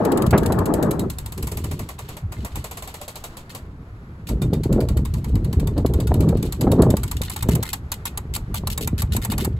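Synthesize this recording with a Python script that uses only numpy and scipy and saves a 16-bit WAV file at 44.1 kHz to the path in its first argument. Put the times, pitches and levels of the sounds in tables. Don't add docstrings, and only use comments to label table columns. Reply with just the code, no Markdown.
import sys
import numpy as np
from scipy import signal
from scipy.fft import rfft, irfft, next_fast_len
from scipy.io import wavfile

SR = 44100
rng = np.random.default_rng(int(sys.argv[2]) if len(sys.argv) > 2 else 0)


def master(y):
    cut = np.clip(np.atleast_2d(y).T, -1, 1)
    pcm = np.round(cut * 32767)
    wavfile.write(sys.argv[1], SR, pcm.astype(np.int16))


N = 422910
TIME = np.arange(N) / SR

# time in seconds, then how much
# the cockpit echo, deck knock, hollow boom, drum ring and clack are turned up, in dB.
WINCH_BALANCE = [(0, -5.5, 7.5, -10, -12, -16.5), (1.0, 3.5, -0.5, -11, 0, -22.5),
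                 (1.7, 9, 4.5, 2.5, -11, -20.5), (2.4, 10, 7.5, 4, -6, -21.5),
                 (3.3, 13.5, -3.5, 4, -2, -21.5), (4.4, 7.5, 2.5, 1, 2, -20), (5.3, 2.5, 8, -38, 1, -21),
                 (6.5, 3.5, 2, -41, -2, -19), (7.5, -4, 9.5, -14, 1, -21), (8.5, -7, 3.5, -6, 3, -20),
                 (9.5, -5.5, 12.5, -3, 2, -23.5)]
# pitch in Hz, level in dB, seconds to fade by 60 dB.
GEAR_NOTES = [(1472, -6, 0.04), (1820, -3, 0.023), (2104, -5, 0.054), (2530, -6.5, 0.068),
              (2956, -5, 0.054), (3160, -10, 0.077), (3700, -3, 0.034), (4110, 0, 0.027)]
GEAR_BOUNCES_DB = [0, -4, -8]


def from_db(db):
    return 10 ** (np.asarray(db) / 20)


def rms_one(x):
    return x / np.sqrt(np.mean(x ** 2) + 1e-20)


def at_time(rows, when):
    seconds, *columns = np.transpose(rows)
    return [np.interp(when, seconds, column) for column in columns]


def at_hz(points, hz):
    known_hz, values = np.transpose(points)
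    return np.interp(np.log(np.maximum(hz, 1)), np.log(known_hz), values)


def drift(rate_hz, step=1):
    keep = np.exp(-80 * np.pi * rate_hz / SR)
    slow = signal.lfilter([1], [1, -2 * keep, keep * keep], rng.standard_normal(N // 40 + 2002))[2000:]
    return np.interp(np.arange(0, N, step) / 40, np.arange(len(slow)), rms_one(slow))


def band(x, low_hz, high_hz, order=3, fs=SR):
    edges = [low_hz, min(high_hz, fs / 2 - 200)]
    return signal.sosfilt(signal.butter(order, edges, "band", fs=fs, output="sos"), x)


def dying(fade_s, size):
    return from_db(-60 * np.arange(size) / SR / fade_s)


def add(out, when, sound):
    start = int(np.clip(when * SR, 0, N - 1))
    out[:, start:start + sound.shape[1]] += sound[:, :N - start]


def left_phase(hz, lag_s=0.000222, above_hz=5500):
    return (hz > above_hz) * (np.pi - 2 * np.pi * hz * lag_s)


def stereo_noise(colour):
    # frequency in Hz, likeness from -1 (opposite) to 1 (same).
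    likeness = [(600, 1), (1000, 0.97), (1600, -0.66), (3000, 0.061), (4300, 0.25), (5200, -0.19),
                (6000, 0.27), (7000, 0.87), (9000, 0.98), (10200, 1), (11500, 0.45), (15500, 1)]
    size = next_fast_len(N)
    hz = np.fft.rfftfreq(size, 1 / SR)
    mid, side = rfft(rng.standard_normal((2, size)))
    alike = at_hz(likeness, hz)
    mid, side = np.sqrt(1 + alike) * mid, np.sqrt(1 - alike) * side
    pair = np.array([(mid + side) * np.exp(1j * left_phase(hz)), mid - side])
    return rms_one(irfft(pair * from_db(at_hz(colour, hz)), size))[:, :N]


def sea():
    # frequency in Hz, level in dB.
    water_colour = [(100, 5.5), (250, -3), (500, -10), (1000, -12), (1300, -11.5), (1650, -13), (3000, -27),
                    (4500, -30.5), (6000, -35.5), (12000, -37.5), (16000, -47)]
    # time in seconds, level in dB.
    wash_levels = [(0, -33), (1.5, -45), (3.3, -41), (3.8, -45), (5.5, -45), (7.0, -43.5), (8.5, -42.5),
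                   (9.59, -43.5)]
    splashes_db = 1.2 * drift(8)
    return from_db(at_time(wash_levels, TIME)[0] + splashes_db) * stereo_noise(water_colour)


def glug(rise_per_s=0.6, size=8000):
    # start in seconds, pitch in Hz, peak in dB, fade in seconds.
    air_pockets = [(3.003, 583, -36, 0.16)]
    out, t = np.zeros((2, N)), np.arange(size) / SR
    for start, hz, peak_db, fade_s in air_pockets:
        tone = np.sin(2 * np.pi * hz * t * (1 + rise_per_s * t / 2))
        note = tone * dying(fade_s, size) * (1 - dying(fade_s / 2, size))
        add(out, start, from_db(peak_db) * note[None] / np.abs(note).max())
    return out


def airflow(time, rise_s=0.03, fall_s=0.07):
    # time in seconds, rumble in dB.
    breeze_levels = [(0, -34.5), (1.2, -31.5), (2.5, -39.5), (3.3, -52), (4.2, -36.5), (4.6, -23.5),
                     (6.44, -23), (6.55, -27), (6.9, -24.5), (7.3, -30), (7.9, -34.5), (8.7, -26),
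                     (9.59, -23.5)]
    # start in seconds, hold in seconds, rumble in dB, flutter in dB.
    gusts = [(0, 0.26, -48, -21.5), (0.325, 0.29, -25, -23.5), (0.581, 0.47, -37, -26.5),
             (0.675, 0.21, -35, -24), (1.38, 0.44, -30.5, -40), (2.388, 0.035, -28.5, -43.5),
             (2.553, 0.025, -29, -62), (3.634, 0.17, -36.5, -52), (4.305, 0.046, -19, -28),
             (4.43, 0.15, -23.5, -30.5), (4.696, 0.14, -22, -25), (4.876, 0.14, -22, -31.5),
             (5.168, 0.017, -25, -36), (5.266, 0.26, -27, -37.5), (5.34, 0.03, -17, -32.5),
             (5.58, .12, -23, -30), (5.77, 0.03, -24, -24), (5.896, 0.12, -19.5, -27.5),
             (6.1, 0.14, -21, -25), (6.237, 0.12, -25.5, -26), (6.39, 0.084, -28, -30.5),
             (6.619, 0.29, -19.5, -20), (6.79, 0.056, -36, -19), (6.96, 0.061, -34, -34.5),
             (7.145, 0.018, -25, -48), (7.422, 0.023, -23, -48), (7.467, 0.12, -21.5, -31),
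             (8.671, 0.021, -23.5, -39), (8.8, 0.069, -31, -40), (9.093, 0.092, -29, -41.5),
             (9.3, 0.17, -28, -35.5)]
    breeze_db, = at_time(breeze_levels, time)
    power = from_db([breeze_db, -31 + 0.62 * breeze_db]) ** 2
    for start, hold, rumble_db, flutter_db in gusts:
        outside = np.maximum((start - time) / rise_s, (time - start - hold) / fall_s)
        drop_db = 20 * np.clip(outside, 0, 10)
        power += from_db([rumble_db - drop_db, flutter_db - drop_db]) ** 2
    return 10 * np.log10(power)


def wind(cross_end_s=1.4, cross_fade_s=0.07, step=6):
    # frequency in Hz, level in dB.
    gust_colour = [(20, -44), (35, -9.5), (55, 5.5), (80, 2.5), (150, 2), (300, -6), (500, -7), (900, -5.5),
                   (1350, -9), (1900, -30.5), (2300, -41)]
    time = TIME[::step]
    rumble_db, flutter_db = airflow(time)
    cross = 1.2 * np.clip((cross_end_s - time) / cross_fade_s, 0, 1)
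    rush_db = 2 * flutter_db - 16 + 13 * cross
    bursts_db = 4 * (1 - cross / 2) * np.minimum(drift(77, step), 2)
    edges = 20 * 2 ** np.arange(0, 7.1, 0.5)
    white, out = rng.standard_normal((2, 2, len(time))), np.zeros((2, len(time)))
    for k, (low, high) in enumerate(zip(edges, edges[1:])):
        hz = np.sqrt(low * high)
        big = at_hz([(85, 1.0), (280, 0.027)], hz)
        fine = at_hz([(380, 0.0011), (1000, 0.67)], hz)
        level_db = big * (rumble_db - 3) + fine * rush_db + (1 - big - fine) * (flutter_db + 0.5)
        level_db += at_hz(gust_colour, hz) + (1 - big) * bursts_db + 3 * drift(20, step)
        noise = rms_one(band(white[k % 2], low, high, fs=SR / step))
        mid, side = from_db(level_db) * np.sqrt((high - low) / 85) * noise
        side = side * 0.41 * (cross + 0.031 * fine) * min(hz / 500, 1)
        lean = from_db(4 * cross * np.sqrt(fine))
        out += [(mid + side) * lean, (mid - side) / lean]
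    return signal.resample_poly(out, step, 1, axis=1)[:, :N]


def wind_thumps(size=8000):
    # start in seconds, peak in dB, rough upper edge in Hz, fade in seconds.
    hits = [(0.275, -4.5, 218, 0.049), (.327, -3.5, 1450, 0.14), (0.498, -7, 880, 0.11),
            (2.221, -19.5, 109, 0.13), (2.568, -24, 300, 0.1), (4.526, -6.5, 583, 0.082),
            (4.656, -10, 550, 0.048), (4.777, -13, 745, 0.071), (5.848, -5, 596, 0.037),
            (6.118, -7.5, 970, 0.015), (6.326, -11, 710, 0.049), (6.669, -5, 770, 0.04),
            (6.94, -4, 676, 0.026), (7.21, -15, 610, 0.02), (7.489, -2, 516, 0.019),
            (8.636, -20.5, 835, 0.027), (8.809, -17.5, 410, 0.041), (8.93, -12, 346, 0.033),
            (9.031, -12.5, 187, 0.062), (9.15, -15, 606, 0.016), (9.336, -29, 605, 0.087),
            (9.476, -11, 477, 0.027)]
    out = np.zeros((2, N))
    for start, peak_db, top_hz, fade_s in hits:
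        swirls = rms_one(rng.standard_normal(size) * dying(fade_s, size) * (1 - dying(fade_s / 4, size)))
        kick_share = 0.52 * min(1, 0.03 / fade_s) ** 2
        push = (1 - kick_share) * swirls + kick_share * rms_one(signal.unit_impulse(size))
        burst = band(push, 45, 1.15 * top_hz)
        burst = band(burst, 45 + top_hz / 20, 60 + top_hz / 4, order=1)
        add(out, start, from_db(peak_db) * burst[None] / np.abs(burst).max())
    return out


def ringing(notes, detune=0.022, vary_db=5.5):
    hz, note_db, fade_s = np.transpose(notes)
    strength, shift, side = rng.standard_normal((3, len(hz)))
    size = int(0.8 * min(fade_s.max(), 0.2) * SR)
    gain = from_db(note_db + vary_db * np.clip(strength, -2, 1.5))
    skew = 0.515 * np.minimum(hz / 2000, 1) * np.sign(side)
    pitch = hz * (1 + detune * shift)
    tones = np.exp(2j * np.pi * pitch[:, None] * np.arange(size) / SR) * dying(fade_s[:, None], size)
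    return ((gain * np.exp(1j * np.array([skew, -skew]))) @ tones).imag


def blows(notes, when, level_db, detune=0.022):
    out = np.zeros((2, N))
    for start, db in zip(when, level_db):
        add(out, start, from_db(db) * ringing(notes, detune))
    return out


def clicks(noise, when, level_db, delays, touches_db, fade_s, rise_s, size=2400):
    out = np.zeros((2, N))
    shape = dying(fade_s, size) * (1 - np.exp(-np.arange(size) / SR / rise_s))
    offsets = rng.integers(0, N - size, len(when))
    for start, db, touch_delays, offset in zip(when, level_db, delays, offsets):
        ring = noise[:, offset:offset + size] * shape
        for delay, touch_db in zip(touch_delays, touches_db):
            add(out, start + delay, from_db(db + touch_db) * ring)
    return out


def cockpit_echo(noise, when, level_db, fade_s, swell_s=0.0053):
    hold, swell = from_db(-120 / (fade_s * SR)), np.exp(-1 / (swell_s * SR))
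    samples = np.clip(when * SR, 0, N - 1).astype(int)
    kicks = np.bincount(samples, from_db(level_db) ** 2, N)
    energy = signal.lfilter([1], [1, -hold], kicks + 1e-18)
    return noise * np.sqrt(signal.lfilter([1 - swell], [1, -swell], energy))


def snaps(bands, when, snap_db, clack_db, touches_db):
    treble, middle = bands
    echo_db = at_time(WINCH_BALANCE, when)[0]
    gaps_s = 0.0024 * (0.4 + 1.3 * rng.random((len(when), 2)))
    delays = np.column_stack([np.zeros(len(when)), np.cumsum(gaps_s, axis=1)])
    out = clicks(treble, when, snap_db, delays, touches_db, fade_s=0.022, rise_s=0.0004)
    out += clicks(middle, when, clack_db, delays, touches_db, fade_s=0.024, rise_s=0.0006)
    out += cockpit_echo(treble, when, snap_db + echo_db - 14, fade_s=0.12)
    return out + cockpit_echo(middle, when, clack_db + echo_db - 13, fade_s=0.14)


def steel_ring(when, level_db, detune=0.011, size=1800):
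    # pitch in Hz, level in dB, fade in seconds.
    steel_notes = [(6820, -14, 0.046), (7740, -12.5, 0.067), (8330, -4.5, 0.015), (10150, -2, 0.018),
                   (11390, -1, 0.022), (12530, -2.5, 0.03), (12700, -9.5, 0.049), (15050, -17, 0.054),
                   (14750, -12, 0.031)]
    hz, note_db, fade_s = np.transpose(steel_notes)
    out, t = np.zeros((2, N)), np.arange(size) / SR
    fades = dying(fade_s[:, None], size)
    for start, db in zip(when, level_db):
        strength, shift = rng.standard_normal((2, len(hz)))
        pitch = hz * (1 + detune * shift)
        gain = from_db(db + note_db + 4 * np.clip(strength, -2, 1.3))
        tones = np.exp(2j * np.pi * pitch[:, None] * t) * fades
        add(out, start, (np.array([gain * np.exp(1j * left_phase(pitch)), gain]) @ tones).imag)
    return out


def gear_rattle(bands, ticks_per_s=70, vary_db=3.5):
    # time in seconds, typical level of a tick in dB.
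    tick_levels = [(0, -59), (1.4, -52), (2.15, -42.5), (2.27, -81), (2.38, -44.5), (3.2, -51.5),
                   (3.58, -62), (3.7, -65), (4.2, -89), (4.4, -57.5), (6.9, -44), (7.3, -42), (7.55, -44),
                   (7.8, -60.5), (9.59, -47.5)]
    when = TIME[rng.random(N) < ticks_per_s / SR]
    level_db = at_time(tick_levels, when)[0] + vary_db * np.minimum(rng.standard_normal(len(when)), 2)
    ticks = snaps(bands, when, level_db - 11, level_db - 6, GEAR_BOUNCES_DB)
    return ticks + blows(GEAR_NOTES, when, level_db - 13)


def gear_chatter(bands, gap_s=0.0078, vary_db=2):
    # start in seconds, number of touches, click level in dB, gear ring in dB.
    runs = [(0.432, 1, -25.5, -53), (2.367, 1, -58, -45.5), (3.495, 2, -36.5, -45), (4.2704, 1, -26, -43),
            (5.17, 3, -39.5, -61), (5.284, 2, -38, -59), (6.222, 1, -40, -48), (6.452, 2, -32, -62),
            (6.547, 1, -42, -50), (6.637, 1, -43, -46), (7.078, 1, -23, -54), (7.168, 1, -23, -42),
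            (7.234, 1, -23, -47), (7.25, 2, -26.5, -57), (7.283, 1, -53, -41), (7.315, 2, -24, -44),
            (7.335, 1, -21, -51), (7.377, 1, -30, -42), (7.39, 1, -29, -46), (7.408, 1, -31, -41),
            (7.51, 4, -24, -43), (7.654, 2, -27, -39), (7.677, 1, -28, -41), (7.69, 2, -23.5, -41),
            (7.738, 1, -21, -38), (7.922, 3, -22.5, -37.5), (8.062, 3, -22, -39.5), (8.3382, 3, -16.5, -43),
            (8.555, 4, -20.5, -46), (8.701, 1, -18.5, -42), (8.714, 3, -19.5, -49), (8.8095, 4, -18.5, -47),
            (8.845, 1, -23, -46), (8.98, 4, -21.5, -42), (9.122, 5, -21.5, -41), (9.217, 4, -23, -41.5),
            (9.3005, 2, -22.5, -41), (9.323, 3, -34, -38.5), (9.392, 7, -24.5, -40.5)]
    touches = []
    for start, count, click_db, gear_db in runs:
        chance = rng.standard_normal((12, 2))[:round(count)]
        for k, (late, harder) in enumerate(chance):
            delay = gap_s * (k + 0.2 * late * (k > 0))
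            touches.append((start + delay, click_db + vary_db * harder, gear_db + vary_db * harder))
    when, click_db, gear_db = np.transpose(touches)
    out = snaps(bands, when, click_db - 5, click_db - 6.5, GEAR_BOUNCES_DB)
    return out + steel_ring(when, click_db - 16) + blows(GEAR_NOTES, when, gear_db)


def deck(noise, when, clack_db):
    # pitch in Hz, level in dB, fade in seconds.
    locker_notes = [(450, -5, .11), (604, -1, .12), (761, 0, .11), (1020, -2, .08)]
    echo_db, knock_db, boom_db, *_ = at_time(WINCH_BALANCE, when)
    knock_db, boom_db = clack_db + knock_db + 10, clack_db + boom_db
    knock, hollow = band(noise, 830, 1985), band(noise, 420, 1400)
    no_bounce = np.zeros((len(when), 1))
    out = clicks(knock, when, knock_db, no_bounce, [0], fade_s=0.066, rise_s=0.0072)
    out += cockpit_echo(knock, when, knock_db + echo_db - 13, fade_s=0.14)
    out += cockpit_echo(hollow, when, boom_db + 11, fade_s=0.1)
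    return out + blows(locker_notes, when, boom_db - 13, detune=0)


def drum(when, clack_db, echoes=10, echo_fade_s=0.15):
    # pitch in Hz, level in dB, fade in seconds.
    drum_notes = [(891, -5, 0.089), (1156, -4.5, 0.052), (1402, -6, 0.066), (1662, -15, 0.082),
                  (1987, -17, 0.082), (2315, -10, 0.065), (2960, -10, 0.025), (3760, -4, 0.055),
                  (4070, -5, 0.017), (4260, 2.5, 0.014), (4640, 0, 0.017)]
    echo_levels, _, _, heard_db, _ = at_time(WINCH_BALANCE, when)
    out = np.zeros((2, N))
    for start, db, echo_db in zip(when, clack_db + heard_db - 5.5, echo_levels):
        ring = from_db(db) * ringing(drum_notes)
        add(out, start, ring)
        for delay in rng.uniform(0.003, 0.05, echoes):
            echo = ring[::rng.choice([-1, 1])]
            add(out, start + delay, from_db(echo_db - 14 - 60 * delay / echo_fade_s) * echo)
    return out


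def pawls(bands, when, drop_db, clack_db, seat_s=0.0015):
    out = snaps(bands, when, drop_db - 5, clack_db + 2, touches_db=[-3.5, 2.5, -1])
    return out + steel_ring(when + seat_s, drop_db - 12) + drum(when + seat_s, clack_db)


def winch():
    # frequency in Hz, level in dB.
    click_colour = [(300, 1), (550, 3.5), (900, 6), (1500, -5), (2800, 6), (4400, 5), (5400, -0.5),
                    (7000, 0.5), (8400, 7.5), (10000, -5), (12600, 3), (13800, -4), (15600, -9.5),
                    (16500, -60)]
    # start in seconds, level in dB.
    drops = [(0.0495, -17.0), (0.118, -19.5), (0.173, -18), (0.2201, -19.5), (0.263, -21.5), (0.307, -17.5),
             (0.3768, -13), (0.4594, -15.5), (0.5212, -17), (0.5873, -21.5), (0.6558, -19), (0.7376, -14.5),
             (0.826, -16.5), (0.9086, -16.5), (0.9931, -18), (1.0989, -19.0), (1.184, -20.5), (1.2592, -24),
             (1.321, -24.5), (1.3762, -24.5), (1.4251, -20.0), (1.47, -20), (1.5154, -21.5),
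             (1.5706, -20.5), (1.6396, -22.5), (1.7115, -23), (1.7916, -24), (1.8882, -24.5),
             (1.9882, -26.5), (2.0878, -28.5), (2.1673, -30), (2.3199, -28.0), (2.447, -23.5),
             (2.5556, -22.5), (2.6413, -23.5), (2.7107, -26.5), (2.7704, -25.5), (2.8226, -26),
             (2.874, -28), (2.9405, -27), (3.0128, -27), (3.0792, -25), (3.1552, -27), (3.2385, -24.5),
             (3.368, -30), (3.5481, -26.5), (4.2879, -24), (4.4174, -22), (4.5321, -25.5), (4.6337, -24.5),
             (4.7253, -23), (4.8042, -23.5), (4.886, -24), (4.9695, -24), (5.0505, -24), (5.1376, -24.5),
             (5.242, -27.5), (5.3534, -27.0), (5.4444, -29.5), (5.5275, -23.5), (5.5968, -26.5),
             (5.671, -23), (5.7774, -26.0), (5.8605, -23), (5.936, -23.5), (6.0013, -23.5), (6.0704, -21.5),
             (6.1397, -23), (6.205, -21), (6.2868, -23), (6.37, -31.5), (6.4258, -21), (6.5227, -19.5),
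             (6.6092, -15), (6.7161, -15), (6.8194, -13.5), (6.9025, -16.0), (6.9674, -16), (7.0324, -16.0),
             (7.1125, -15.5), (7.2158, -15.5), (7.297, -17.5), (7.3611, -16.5), (7.4245, -14),
             (7.4866, -14), (7.551, -14.5), (7.6267, -12), (7.7304, -11), (7.917, -12.5), (8.0535, -14),
             (8.1736, -14.5), (8.3605, -15), (8.5422, -16), (8.671, -14), (8.776, -13), (8.8735, -13.5),
             (9.0188, -14.5), (9.1642, -12), (9.2475, -14), (9.3168, -13), (9.3792, -14), (9.446, -12.5)]
    noise = stereo_noise(click_colour)
    bands = band(noise, 6800, 20000), band(noise, 1930, 6360)
    when, drop_db = np.transpose(drops)
    clack_db = at_time(WINCH_BALANCE, when)[4] + 0.64 * drop_db
    ratchet = pawls(bands, when, drop_db, clack_db) + deck(noise, when, clack_db)
    return ratchet + gear_chatter(bands) + gear_rattle(bands)


def scene():
    return winch() + sea() + glug() + wind() + wind_thumps()


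def record(dry, ceiling=0.9, stop_hz=17200):
    rounded = ceiling * np.tanh(dry / ceiling)
    return signal.sosfilt(signal.cheby2(14, 60, stop_hz, fs=SR, output="sos"), rounded)


dry = scene()
out = record(dry)
master(out)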